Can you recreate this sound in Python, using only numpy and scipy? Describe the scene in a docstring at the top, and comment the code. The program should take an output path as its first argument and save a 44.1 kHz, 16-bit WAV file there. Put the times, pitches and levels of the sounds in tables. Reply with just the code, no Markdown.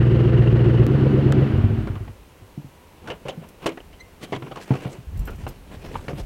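"""A pickup stops and the driver gets out

A V8 idles in a desert yard, its exhaust puffs ringing the tailpipe, heard from behind and then
suddenly from the side. Switched off, it shudders to rest. The door unlatches and its hinge squeaks.
The driver slides out with knocks, rubbing clothes and jingling keys as wind brushes the microphone."""
import sys
import numpy as np
from scipy import signal
from scipy.io import wavfile
from scipy.ndimage import uniform_filter1d

SR = 44100
rng = np.random.default_rng(int(sys.argv[2]) if len(sys.argv) > 2 else 0)


def to_wav(s):
    """Save 16-bit WAV."""
    ch = np.atleast_2d(s).T  # columns
    pcm = np.round(np.clip(ch, -1, 1) * 32767)  # PCM
    wavfile.write(sys.argv[1], SR, pcm.astype(np.int16))


N = 275625
TIME = np.arange(N) / SR

# Levels are relative. A ring_s or decay_s is the time a sound takes to fade by 60 dB.
# Tone of the quiet yard, and of the wind's rumble: frequency_hz, level_db
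YARD_TONE = [(15, -22.5), (25, -15.5), (80, -9.5), (134, -16), (206, -16.5), (560, -17), (695, -23.5),
             (796, -19.5), (962, -22), (1160, -27), (2220, -29), (2910, -28.5), (4030, -36.5), (16000, -41)]
WIND_TONE = [(12, -36), (20, -9.5), (32, 3.5), (51, 1), (76, 0.5), (173, -11.5), (340, -34.5), (520, -58.5)]
# Gusts on the microphone: peak_s, half_length_s, level_db
GUSTS = [(3.9, 0.061, -50), (5.203, 0.092, -27), (5.33, 0.022, -34), (5.43, 0.066, -32.5),
         (5.77, 0.18, -40.5), (6.045, 0.19, -44), (6.24, 0.09, -36)]

# The driver turns, pushes the door, shifts and steps down: peak_s, half_length_s, scuff_db, hiss_db
MOVES = [(3.086, 0.1, -44.5, -72), (3.37, 0.18, -47.5, -79), (3.677, 0.058, -41, -50.5),
         (4.241, 0.021, -45, -48), (4.45, 0.19, -45, -55.5), (4.61, 0.033, -56, -43.5),
         (4.774, 0.1, -39.5, -46.5), (4.935, 0.084, -47.5, -53.5), (5.325, 0.19, -47, -52.5),
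         (5.993, 0.24, -42.5, -49)]
# Tone of scuffing on the seat, and of hissing cloth: frequency_hz, level_db
SCUFF_TONE = [(88, -40), (150, 1.5), (254, -2.5), (403, -5), (1430, -18.5), (1620, -32.5), (3040, -16),
              (3780, -47), (4270, -37), (6000, -70), (7800, -63), (13200, -120)]
CLOTH_TONE = [(2000, 18), (3500, 11.5), (7000, 5), (11000, -1.5), (16000, -10)]
# Keys touching: start_s, level_db, ring_offset_db, pitch_hz
KEY_TOUCHES = [(3.488, -35.5, -24, 11600), (5.174, -37, -18, 13900), (5.193, -38, -7, 13800),
               (5.254, -39, -6, 13300), (5.271, -45, -1, 13300), (5.305, -37, -16, 12900),
               (5.358, -42, -9, 11900), (5.478, -36, -10, 8600), (5.488, -31, -12, 12450)]
# A key's modes (the notes it rings with): pitch_multiple, level_db, ring_s
KEY_MODES = [(1, -3, 0.075), (.41, -10, .05), (.52, -6.5, 0.061), (.68, -10, .06), (.88, -11, .06)]

# Dull blows on the cab: start_s, level_db, cutoff_hz, panel_pitch_hz
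THUMPS = [(2.576, -19, 206, 147.4), (2.644, -28.5, 230, 137), (3.253, -25, 300, 140),
          (3.375, -21.5, 190, 168), (4.366, -23, 169, 128), (4.425, -26, 260, 155),
          (4.706, -7.5, 490, 136.8), (4.714, -11, 304, 128.7), (4.855, -15, 190, 129),
          (4.983, -22, 119, 126), (6.131, -21, 330, 143.6)]
# Modes of a cab panel: pitch_multiple, level_db, ring_s
CAB_MODES = [(.68, -11, 0.12), (1, 2, 0.12), (1.36, -4, 0.058), (1.96, -8, 0.11), (2.26, -16, 0.075),
             (3.2, -25, 0.23), (4.7, -6.5, 0.045), (6.24, -15, 0.082)]
# Clacks of grit, latch, door stay, trim and boots:
# start_s, level_db, decay_s, ring_hz, ring_offset_db, snap_offset_db, snap_cutoff_hz
CLACKS = [(0.471, -34, 0.038, 2780, 5, -16.5, 5000), (1.3226, -10, 0.012, 1120, 3, 1, 12000),
          (1.326, -26, 0.0067, 1200, 2, -2, 14000), (1.872, -32.5, 0.06, 1380, -4, -14, 6000),
          (1.954, -34, 0.068, 1160, -6, -20, 6000), (2.077, -34.5, 0.039, 850, -11, -24, 6100),
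          (3.073, -30.5, 0.16, 1450, -4, -8.5, 7000), (3.1, -25, 0.11, 2900, -8.5, -9, 4500),
          (3.253, -37.5, 0.3, 510, 4, -16, 5960), (3.283, -27, 0.055, 2700, -3, -5, 9000),
          (3.288, -37.5, 0.12, 590, 6.5, -11, 6000), (3.659, -21, 0.12, 406, -2, -8, 9000),
          (3.665, -27.5, 0.097, 3280, -13, -1, 13000), (3.69, -34, 0.055, 2260, 2, -2, 10000),
          (3.707, -44, 0.03, 3000, -2, -4, 6000), (3.72, -38, 0.03, 3100, -6, -6, 5000),
          (3.773, -30.5, 0.052, 1730, -5.5, -21, 4000), (3.803, -38, 0.027, 2800, 0, -8, 5000),
          (3.929, -44, 0.092, 2960, -3.5, -2, 5000), (4.229, -42.5, 0.18, 3170, -8, -5, 4500),
          (4.322, -26, 0.052, 460, -3, -9, 6000), (4.328, -22.5, 0.1, 2010, -9, -16, 6000),
          (4.346, -29.5, 0.065, 960, -4, -10, 6000), (4.361, -33.5, 0.06, 428, -10, -7, 7000),
          (4.422, -25, 0.038, 950, -5, -22, 4000), (4.468, -38.5, 0.07, 1070, -4, -24, 4000),
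          (4.51, -35, 0.05, 620, 1, -20, 4000), (4.518, -32, 0.05, 1300, -3, -14, 5000),
          (4.558, -35.5, 0.063, 1030, 4, -3, 7000), (4.569, -31, 0.13, 810, -2, -12, 6000),
          (4.706, -31.5, 0.12, 770, 4.5, -28, 5000), (4.715, -34, 0.1, 2450, -18, -9, 7000),
          (4.737, -28.5, 0.06, 1173, -1, -12, 7000), (4.753, -30.5, 0.12, 2700, -13, -13, 9000),
          (4.848, -32, 0.16, 550, -3.5, -27, 7000), (5.274, -31.5, 0.12, 1370, -3, -24, 5000),
          (5.466, -27, 0.063, 935, -6.5, -26, 5000), (5.913, -35, 0.028, 1930, -2, -22, 4000),
          (5.942, -28.5, 0.027, 403, -2.5, -20, 4000), (5.954, -32, 0.045, 970, 8.5, -26, 4000),
          (6.081, -24, 0.072, 1550, -14, -14, 6000), (6.096, -41, 0.16, 403, 11, -24, 4000),
          (6.131, -38.5, 0.027, 1090, -1, -24, 4000)]
# The door's noisy answer to a clack: frequency_hz, level_db, decay_multiple
DOOR_TONE = [(88.6, 14, 1.5), (184, -12.5, 1.5), (360, 10, 1.3), (785, 1.5, 1.1), (1670, -8, 1),
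             (2130, -11, 1), (3020, -5.5, 1), (4600, -63, .9), (8000, -52, .8)]
# Tone of hard edges snapping together: frequency_hz, level_db
SNAP_TONE = [(2000, 13), (3500, 9.5), (6000, 6.5), (9000, 4.5), (12500, -4), (16000, 2)]
# The latch lets go and the stay (the arm that holds the door open) catches: start_s, level_db
DOOR_KNOCKS = [(3.659, -22.5), (3.671, -27.5), (4.323, -26)]
# Modes of the hollow door: pitch_hz, level_db, ring_s
DOOR_MODES = [(130, -23, 0.5), (262, -9, 0.27), (330.4, -4.5, 0.24), (412, -1, 0.13), (465, -11, 0.15),
              (555, -24, 0.061)]
# Rattles of the steel latch and stay: start_s, level_db, pitch_hz
RATTLES = [(3.103, -34, 2980), (3.292, -29, 3140), (3.662, -24, 2970), (4.329, -41, 3150),
           (4.352, -33, 3290), (4.516, -43, 3210), (4.752, -49, 2880)]
# Modes of those steel parts: pitch_multiple, level_db, ring_s
STEEL_MODES = [(.7, -11, 0.025), (.88, -11, .025), (1, -5, 0.04), (1.08, -9, 0.024), (1.34, -18, .025),
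               (1.7, -19, 0.025), (2.06, -19, 0.025)]

# Jolts as the engine stalls and settles: start_s, level_db
SHUDDERS = [(1.536, -3.5), (1.58, -4), (1.639, -2.5), (1.7, -7), (1.727, -7.5), (1.784, -9.5), (1.898, -15),
            (1.96, -22), (2.006, -17.5), (2.09, -26.5), (2.419, -33.5)]
# Modes of the shaken truck: pitch_hz, level_db, ring_s
TRUCK_MODES = [(55.2, -8.5, 0.8), (99.4, -2, 0.14), (121, -8, 0.049), (229, -16, 0.16), (379, -9, 0.099)]
# Tone of the whirr under the bonnet: frequency_hz, level_db
WHIRR_TONE = [(350, -40), (600, 3), (961, -5), (1150, -9), (1360, 0.5), (1580, -13), (2340, -1.5),
              (2820, -17.5), (3190, -16), (3600, -20.5), (4460, -43.5), (8640, -98), (15000, -59.5)]
# The tailpipe's three honks in each engine cycle: delay_s, pitch_hz, behind_db, beside_db
HONKS = [(-.036, 420, -21.5, -30), (.007, 376, -14, -15.5), (.05, 520, -25.5, -26)]
# The eight cylinders in firing order, from each listening spot. 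A puff has a low boom, a middle
# bark and a higher rasp: lateness_in_firing_gaps, boom_db, bark_db, rasp_db
CYLINDERS_BEHIND = [(0.07, 8.5, 1.7, 1.4), (0.32, -0.8, 4.4, 4.8), (0.09, 6.5, 2.5, 2.1),
                    (-0.07, -9.4, -4.4, -2.3), (0.01, -11.3, 5.7, 5.5), (-0.03, 6.5, -3.2, -2.5),
                    (0.04, -20.7, 0.9, 1.9), (0.04, 1.4, 0.8, 1.1)]
CYLINDERS_BESIDE = [(0.04, 9.3, 3.84, -6.68), (0.16, -2.21, 1.79, 1.11), (0.15, 1.74, -0.26, 1.4),
                    (0.07, 8.21, -0.09, 9.68), (-0.46, -6.1, -11.29, 6.91), (0.04, -0.48, 0.22, -1.57),
                    (-0.05, 2.36, 2.58, -3.56), (0.04, -12.82, 3.21, -7.29)]
# Exhaust pipe resonances from each spot: pitch_hz, width_hz, level_db, part (0 boom, 1 bark, 2 rasp)
PIPE_BEHIND = [(73.2, 16.3, 1.5, 0), (81.8, 30, -11, 0), (123.1, 14.5, 13.5, 0), (122.4, 33, 5, 0),
               (169.7, 19, -8, 1), (230.1, 6.9, -6, 1), (342.9, 29.2, 12, 1), (340.8, 40.4, 10.5, 1),
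               (412.6, 44.7, 9, 1), (410.2, 42.5, 8.5, 1), (488, 19, -10.5, 2)]
PIPE_BESIDE = [(76, 35, -8, 0), (133, 19.2, 1.5, 0), (183, 44, -13.5, 0), (206.8, 30.4, 0, 1),
               (312.7, 18.4, -1, 1), (331, 15.7, -2, 1), (407, 19.3, -6, 1), (495.5, 25, -7, 2),
               (565, 70, -25, 2)]

IDLE_BEHIND_HZ, IDLE_BESIDE_HZ = 7.395, 8.43  # engine cycles a second, eight puffs in each
MOVE_BESIDE_S, IGNITION_OFF_S, DOOR_OPEN_S = 0.8666, 1.42, 4.2
FADE_60_DB = -np.log(1000)  # exp() of this is a drop of 60 dB


def from_db(db):
    """Turn decibels into a number to multiply by."""
    return 10 ** (np.asarray(db) / 20)


def unit_level(x):
    """Scale a signal to an average (rms) level of 1."""
    return x / np.sqrt(np.mean(x ** 2) + 1e-20)


def at_hz(table, hz, column=1):
    """Read between a table's rows, spacing frequencies by octaves."""
    table = np.array(table)
    return np.interp(np.log(hz), np.log(table[:, 0]), table[:, column])


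def drift(rate_hz):
    """A random wobble of about 1 up and down."""
    return unit_level(np.interp(TIME * rate_hz, np.arange(4096), rng.standard_normal(4096)))


def swell(peak_s, rise_s, fall_s):
    """A smooth rise to 1 and a smooth fall."""
    distance = (TIME - peak_s) / np.where(TIME < peak_s, rise_s, fall_s)
    return np.exp(-np.minimum(distance ** 2, 20))


def filtered(x, hz, kind, order=2):
    """Keep the "low" part, the "high" part or one "band" of a sound."""
    sections = signal.butter(order, np.clip(hz, 10, .45 * SR), kind, fs=SR, output="sos")
    return signal.sosfilt(sections, x + 1e-18)


def bands(low_hz, high_hz):
    """Half-octave slices of noise, each paired with its centre frequency."""
    white = rng.standard_normal((2, N))
    edges = 17 * 2 ** np.arange(0, 10.5, .5)
    return [(np.sqrt(low * high), filtered(white[k % 2], [low, high], "band"))
            for k, (low, high) in enumerate(zip(edges, edges[1:])) if high > low_hz and low < high_hz]


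def noise(tone, flicker_db):
    """Noise shaped by a tone table; each band can flicker on its own."""
    return unit_level(sum(band * from_db(at_hz(tone, hz) + flicker_db * drift(25))
                          for hz, band in bands(tone[0][0], tone[-1][0])))


def resonate(x, hz, width_hz):
    """Make a sound ring at one pitch; a narrower width rings longer."""
    r = np.exp(-np.pi * width_hz / SR)
    feedback = [1, -2 * r * np.cos(2 * np.pi * hz / SR), r * r]
    return signal.lfilter(np.array([1, 0, -1]) * (1 - r * r) / 2, feedback, x + 1e-18)


def pitched_noise(hz, width_hz, length=N):
    """Noise narrowed twice around one pitch."""
    return resonate(resonate(rng.standard_normal(length), hz, width_hz), hz, width_hz)


def tuned(modes, pitch_hz, detune=0):
    """Set a part's modes to a pitch; where it is touched shifts all but the main one."""
    return [(pitch_hz * multiple * (1 + (multiple != 1) * detune * rng.normal()), db, ring_s)
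            for multiple, db, ring_s in modes]


def strike(modes, level_db, vary_db=1.5):
    """A struck object rings with fading notes, in a slightly new balance each time."""
    t = np.arange(SR // 2) / SR
    return sum(from_db(level_db + db + vary_db * rng.normal())
               * np.exp(FADE_60_DB * t / ring_s) * np.sin(2 * np.pi * hz * t)
               for hz, db, ring_s in modes)


def add(track, start_s, sound):
    """Mix a sound into a track at a given time."""
    start = int(start_s * SR)
    track[start:start + len(sound)] += sound[:max(N - start, 0)]


def air(breeze_db=-55.5, whine_hz=959):
    """The quiet yard, gusts of wind, and a faint whine after the engine stops."""
    whine = unit_level(resonate(resonate(rng.standard_normal(N), whine_hz, 35), whine_hz, 24.5))
    whine *= from_db(-61) * swell(peak_s=2.8, rise_s=.24, fall_s=.4)
    yard = from_db(-50.5) * noise(YARD_TONE, flicker_db=0)
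    gusts = sum(from_db(db) * swell(peak_s, half_s, half_s) for peak_s, half_s, db in GUSTS)
    wind = (from_db(breeze_db) + gusts) * noise(WIND_TONE, flicker_db=3)
    return yard + wind + whine


def with_wall_echo(x, delay_s=0.037, echo_db=-19):
    """A stone wall sends back one dull echo."""
    delayed = np.interp(TIME - delay_s, TIME, x, left=0)
    return x + from_db(echo_db) * filtered(delayed, 3000, "low")


def movement():
    """How strongly the driver's clothes scuff and hiss as each move swells and fades."""
    return sum(np.outer(from_db([scuff_db, hiss_db]), swell(peak_s, half_s, half_s))
               for peak_s, half_s, scuff_db, hiss_db in MOVES)


def clothes():
    """Clothes drag over the seat in uneven little catches."""
    scuff, hiss = movement()
    scuff *= noise(SCUFF_TONE, flicker_db=1.5)
    hiss *= from_db(-4) * noise(CLOTH_TONE, flicker_db=3)
    catches = from_db(2.0 * drift(200) + 4.2 * drift(30))
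    return (scuff + hiss) * catches


def keys(tick_db=-11, tick_decay_s=.05):
    """Keys touch with a dry tick and a small, bright ring."""
    out, t = np.zeros(N), np.arange(SR // 2) / SR
    for start_s, db, ring_db, pitch_hz in KEY_TOUCHES:
        tick = filtered(rng.standard_normal(len(t)), 2430, "high") * np.exp(FADE_60_DB * t / tick_decay_s)
        ring = strike(tuned(KEY_MODES, pitch_hz, detune=.06), db + ring_db, vary_db=2)
        add(out, start_s, ring + from_db(db + tick_db) * tick)
    return out


def cab_thumps(nudge_db=-3, nudge_cutoff_hz=284, nudge_pitch_hz=132.4):
    """Blows ring the cab's panels; a softer blow wakes fewer of the high notes."""
    out = np.zeros(N)
    # Once the door is open, each clack is a knock from the driver that also nudges the cab.
    nudges = [(start_s, db + nudge_db, nudge_cutoff_hz, nudge_pitch_hz)
              for start_s, db, *_ in CLACKS if start_s > DOOR_OPEN_S]
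    for start_s, db, cutoff_hz, pitch_hz in THUMPS + nudges:
        ring = strike(tuned(CAB_MODES, pitch_hz), db)
        add(out, start_s, filtered(ring, cutoff_hz, "low"))
    return filtered(out, 149, "high", order=3)  # panels give off little deep bass


def trim_ticks(peak_per_s=12, level_db=-50, decay_s=0.04, ring_range_hz=(890, 3260)):
    """The trim ticks at random while the driver moves; gives rows like those of CLACKS."""
    effort = movement()[0]
    chance, pitch = rng.random((2, N))
    ticking = chance < peak_per_s / SR * (effort / effort.max()) ** 2
    return [(i / SR, level_db, decay_s, np.interp(pitch[i], [0, 1], ring_range_hz), -2, -11, 6000)
            for i in np.flatnonzero(ticking)]


def clacks(rise_s=0.00091):
    """Loose parts chatter for an instant: the door sounds, one part rings most, hard edges snap."""
    out, t = np.zeros(N), np.arange(SR // 4) / SR
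    panel = [(band * from_db(at_hz(DOOR_TONE, hz)), at_hz(DOOR_TONE, hz, column=2))
             for hz, band in bands(100, 8000)]
    panel_level = np.std(sum(band for band, _ in panel))
    snap = noise(SNAP_TONE, flicker_db=1)
    chatter = from_db(2.1 * drift(500))
    attack = 1 - np.exp(-t / rise_s)
    for start_s, db, decay_s, ring_hz, ring_db, snap_db, cutoff_hz in CLACKS + trim_ticks():
        piece = int(rng.random() * (N - len(t))) + np.arange(len(t))  # a random stretch of the noise
        fade = FADE_60_DB * t / decay_s
        body = sum(band[piece] * np.exp(fade / longer) for band, longer in panel) / panel_level
        width_hz = 220 - FADE_60_DB / decay_s  # a shorter blow has a less clear pitch
        ring = unit_level(pitched_noise(ring_hz, width_hz, len(t))) * np.exp(fade)
        edge = filtered(snap[piece], cutoff_hz, "low") * np.exp(fade * 1.73)
        blow = body + from_db(ring_db) * ring + from_db(snap_db) * edge
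        add(out, start_s, from_db(db) * blow * chatter[piece] * attack)
    return out


def door(touches=6, gap_s=.0035, loss_db=1.8, detune=.045):
    """The hollow door knocks, and its steel parts rattle in runs of quick, weakening touches."""
    out = np.zeros(N)
    for start_s, db in DOOR_KNOCKS:
        add(out, start_s, strike(DOOR_MODES, db))
    for start_s, db, pitch_hz in RATTLES:
        for k in range(touches):
            modes = tuned(STEEL_MODES, pitch_hz * (1 + detune * rng.normal()), detune)
            touch_s = start_s + gap_s * (k + rng.uniform(-.3, .3))
            add(out, touch_s, strike(modes, db - k * loss_db, vary_db=2))
    return out


def hinge_squeak(peak_s=4.009, rise_s=.009, fall_s=.010, top_hz=2075, glide_hz_per_s=4500):
    """The hinge sticks and slips in a short, rough, rising squeak, then rings on faintly."""
    glide_left_s = np.clip(peak_s + rise_s - TIME, 0, 2 * (rise_s + fall_s))
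    pitch_hz = (top_hz - glide_hz_per_s * glide_left_s) * (1 + .022 * drift(600))
    phase = 2 * np.pi * np.cumsum(pitch_hz) / SR
    level = swell(peak_s, rise_s, fall_s)
    brightness = from_db(-5.5) * level ** 0.3  # more overtones when louder
    slip = sum(np.sin(k * phase) * brightness ** (k - 1) * from_db(3 * drift(500)) for k in range(1, 5))
    ring = np.sin(2 * np.pi * top_hz * TIME) * from_db(3 * drift(150))
    return from_db(-42) * level * slip + from_db(-50) * swell(peak_s, rise_s, fall_s=0.045) * ring


def hinge_groan(peak_s=4.47, half_s=.11, centre_hz=370, glide_hz_per_s=400):
    """The dry hinge sticks and slips more slowly, its low note rising as the door swings wide."""
    pitch_hz = (centre_hz + glide_hz_per_s * (TIME - peak_s)) * (1 + 0.0505 * drift(150))
    level = from_db(-45 + 3 * drift(80)) * swell(peak_s, half_s, half_s)
    return level * np.sin(2 * np.pi * np.cumsum(pitch_hz) / SR)


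def engine_speed(t, slowing_hz_per_s=10.0):
    """Speed as a share of idle: with the ignition off, friction slows the engine evenly."""
    return np.clip(1 - (t - IGNITION_OFF_S) * slowing_hz_per_s / IDLE_BESIDE_HZ, 1e-4, 1)


def count_cycles(idle_hz, zero_s):
    """Engine cycles turned since zero_s; begins a second early so the pipe is already ringing."""
    t = np.arange(-SR, N) / SR
    cycles = np.cumsum(idle_hz * engine_speed(t)) / SR
    return cycles - np.interp(zero_s, t, cycles)


def shudder():
    """The stalling engine jolts the whole truck."""
    out = np.zeros(N)
    for start_s, db in SHUDDERS:
        add(out, start_s, strike(TRUCK_MODES, db))
    return filtered(out, [72, 290], "band")


def belt_chirps(cycles, per_cycle=6, depth_db=4, pitches_hz=(1820, 2826)):
    """The turning belt drive chirps in short, uneven bursts that start sharply."""
    burst_db = depth_db * (1 - 2 * (cycles * per_cycle % 1))
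    return sum(unit_level(pitched_noise(hz, width_hz=380) * from_db(burst_db + 3 * drift(45)))
               for hz in pitches_hz)


def whirr(cycles, behind, shielding_db=-9.5):
    """Machinery whirrs, the belt chirps and gas rushes in the pipe, all fading as the engine slows."""
    machinery = noise(WHIRR_TONE, flicker_db=0.5)
    belt = from_db(-12) * belt_chirps(cycles)
    belt *= from_db(np.where(behind, 0, shielding_db))  # from the side, the body shields the belt
    gas = from_db(-10) * unit_level(filtered(rng.standard_normal(N), [200, 600], "band"))
    throb_db = 2.3 * behind * np.cos(2 * np.pi * (3 * cycles + .14))  # three belt throbs a cycle
    level = from_db(-33.5 + throb_db + 0.36 * drift(120)) * engine_speed(TIME) ** 1.7
    return (machinery + belt + gas) * level


def honk(hz, db, half_s=.021, sag_hz=30):
    """One swell of a tailpipe note, highest in pitch where it is loudest."""
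    from_peak = np.arange(-2, 2, 1 / (half_s * SR))
    pitch_hz = hz * (1 + .015 * rng.normal()) - sag_hz * from_peak ** 2
    phase = 2 * np.pi * (np.cumsum(pitch_hz) / SR + rng.random())
    shape = np.exp(-from_peak ** 2) - np.exp(-4)
    return from_db(db + 0.5 * rng.normal()) * shape * np.sin(phase)


def exhaust(cycles, cylinders, pipe, gains_db, waver_s=.00016):
    """Eight unequal, unevenly spaced puffs a cycle ring the pipe: the lumpy beat of a V8."""
    uneven_db, unfired_db = (.9, 1.7, 2.2), (-4.5, -2.5, -13)  # boom, bark, rasp
    count = len(cylinders)
    firing = np.arange(np.ceil(cycles[0] * count) + 1, cycles[-1] * count - 1).astype(int)
    lateness, *levels_db = np.array(cylinders)[firing % count].T
    starts = np.searchsorted(cycles, (firing + lateness + .005 * rng.normal(size=len(firing))) / count)
    unfired = starts / SR - 1 > IGNITION_OFF_S + 1 / (count * IDLE_BESIDE_HZ)  # the last charge burns
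    puffs = np.zeros((3, len(cycles)))
    for part in range(3):
        chance_db = uneven_db[part] * rng.normal(size=len(starts))
        puff_db = levels_db[part] + gains_db[part] + unfired * unfired_db[part] + chance_db
        puffs[part, starts] = from_db(puff_db)
    # Signs alternate, so close pairs of resonances cancel away from their peak.
    ringing = sum((-1) ** k * resonate(puffs[round(part)], hz, width_hz) * from_db(db)
                  for k, (hz, width_hz, db, part) in enumerate(pipe))
    muffled = filtered(ringing, 528, "low", order=3)  # the muffler swallows the treble
    muffled = filtered(muffled, 23, "high")[SR:]
    return np.interp(TIME + waver_s * drift(30), TIME, muffled)  # the gas in the pipe wavers


def engine(crossfade_s=0.0048, honk_lead_s=.042):
    """The V8 idles, heard from behind and then from the side, and dies away once switched off."""
    cycles_behind = count_cycles(IDLE_BEHIND_HZ, zero_s=.1196)
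    cycles_beside = count_cycles(IDLE_BESIDE_HZ, zero_s=.0697)
    from_behind = exhaust(cycles_behind, CYLINDERS_BEHIND, PIPE_BEHIND, gains_db=(36.5, 33.5, 35.5))
    from_beside = exhaust(cycles_beside, CYLINDERS_BESIDE, PIPE_BESIDE, gains_db=(36.5, 34, 33))
    side_share = np.clip((TIME - MOVE_BESIDE_S) / crossfade_s, 0, 1)
    burble = from_behind + (from_beside - from_behind) * side_share
    behind = TIME < MOVE_BESIDE_S
    new_behind, new_beside = np.diff(np.floor([cycles_behind, cycles_beside]))[:, SR - 1:] > 0
    new_cycle = np.where(behind, new_behind, new_beside)
    for cycle_s in TIME[new_cycle & (TIME < IGNITION_OFF_S)]:
        for delay_s, hz, behind_db, beside_db in HONKS:
            db = behind_db if cycle_s < MOVE_BESIDE_S else beside_db
            add(burble, max(cycle_s + delay_s - honk_lead_s, 0), honk(hz, db))
    burble *= engine_speed(TIME) ** 1.61
    add(burble, MOVE_BESIDE_S, from_db(-13) * np.exp(-TIME / .0004))  # a faint tick as the spot jumps
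    return burble + whirr(cycles_behind[SR:], behind) + shudder()


def scene():
    """Mix the truck, its door and the driver in the open air, in one channel."""
    motor = engine()
    knocks_and_squeaks = cab_thumps() + clacks() + door() + keys() + hinge_squeak() + hinge_groan()
    return (motor + with_wall_echo(knocks_and_squeaks) + clothes() + air())[None]


def record(dry, threshold_db=-19, share_removed=.4, average_s=.25, cutoff_hz=15900):
    """Turn loud stretches down a little, start softly and cut off the highest treble."""
    level_db = 10 * np.log10(uniform_filter1d(dry ** 2, int(average_s * SR)) + 1e-12)
    gain = from_db(-share_removed * np.maximum(level_db - threshold_db, 0))
    fade_in = np.minimum(TIME / .004, 1)
    treble_cut = signal.ellip(10, .1, 80, cutoff_hz, fs=SR, output="sos")
    return signal.sosfilt(treble_cut, dry * gain * fade_in)


dry = scene()
out = record(dry)
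to_wav(out)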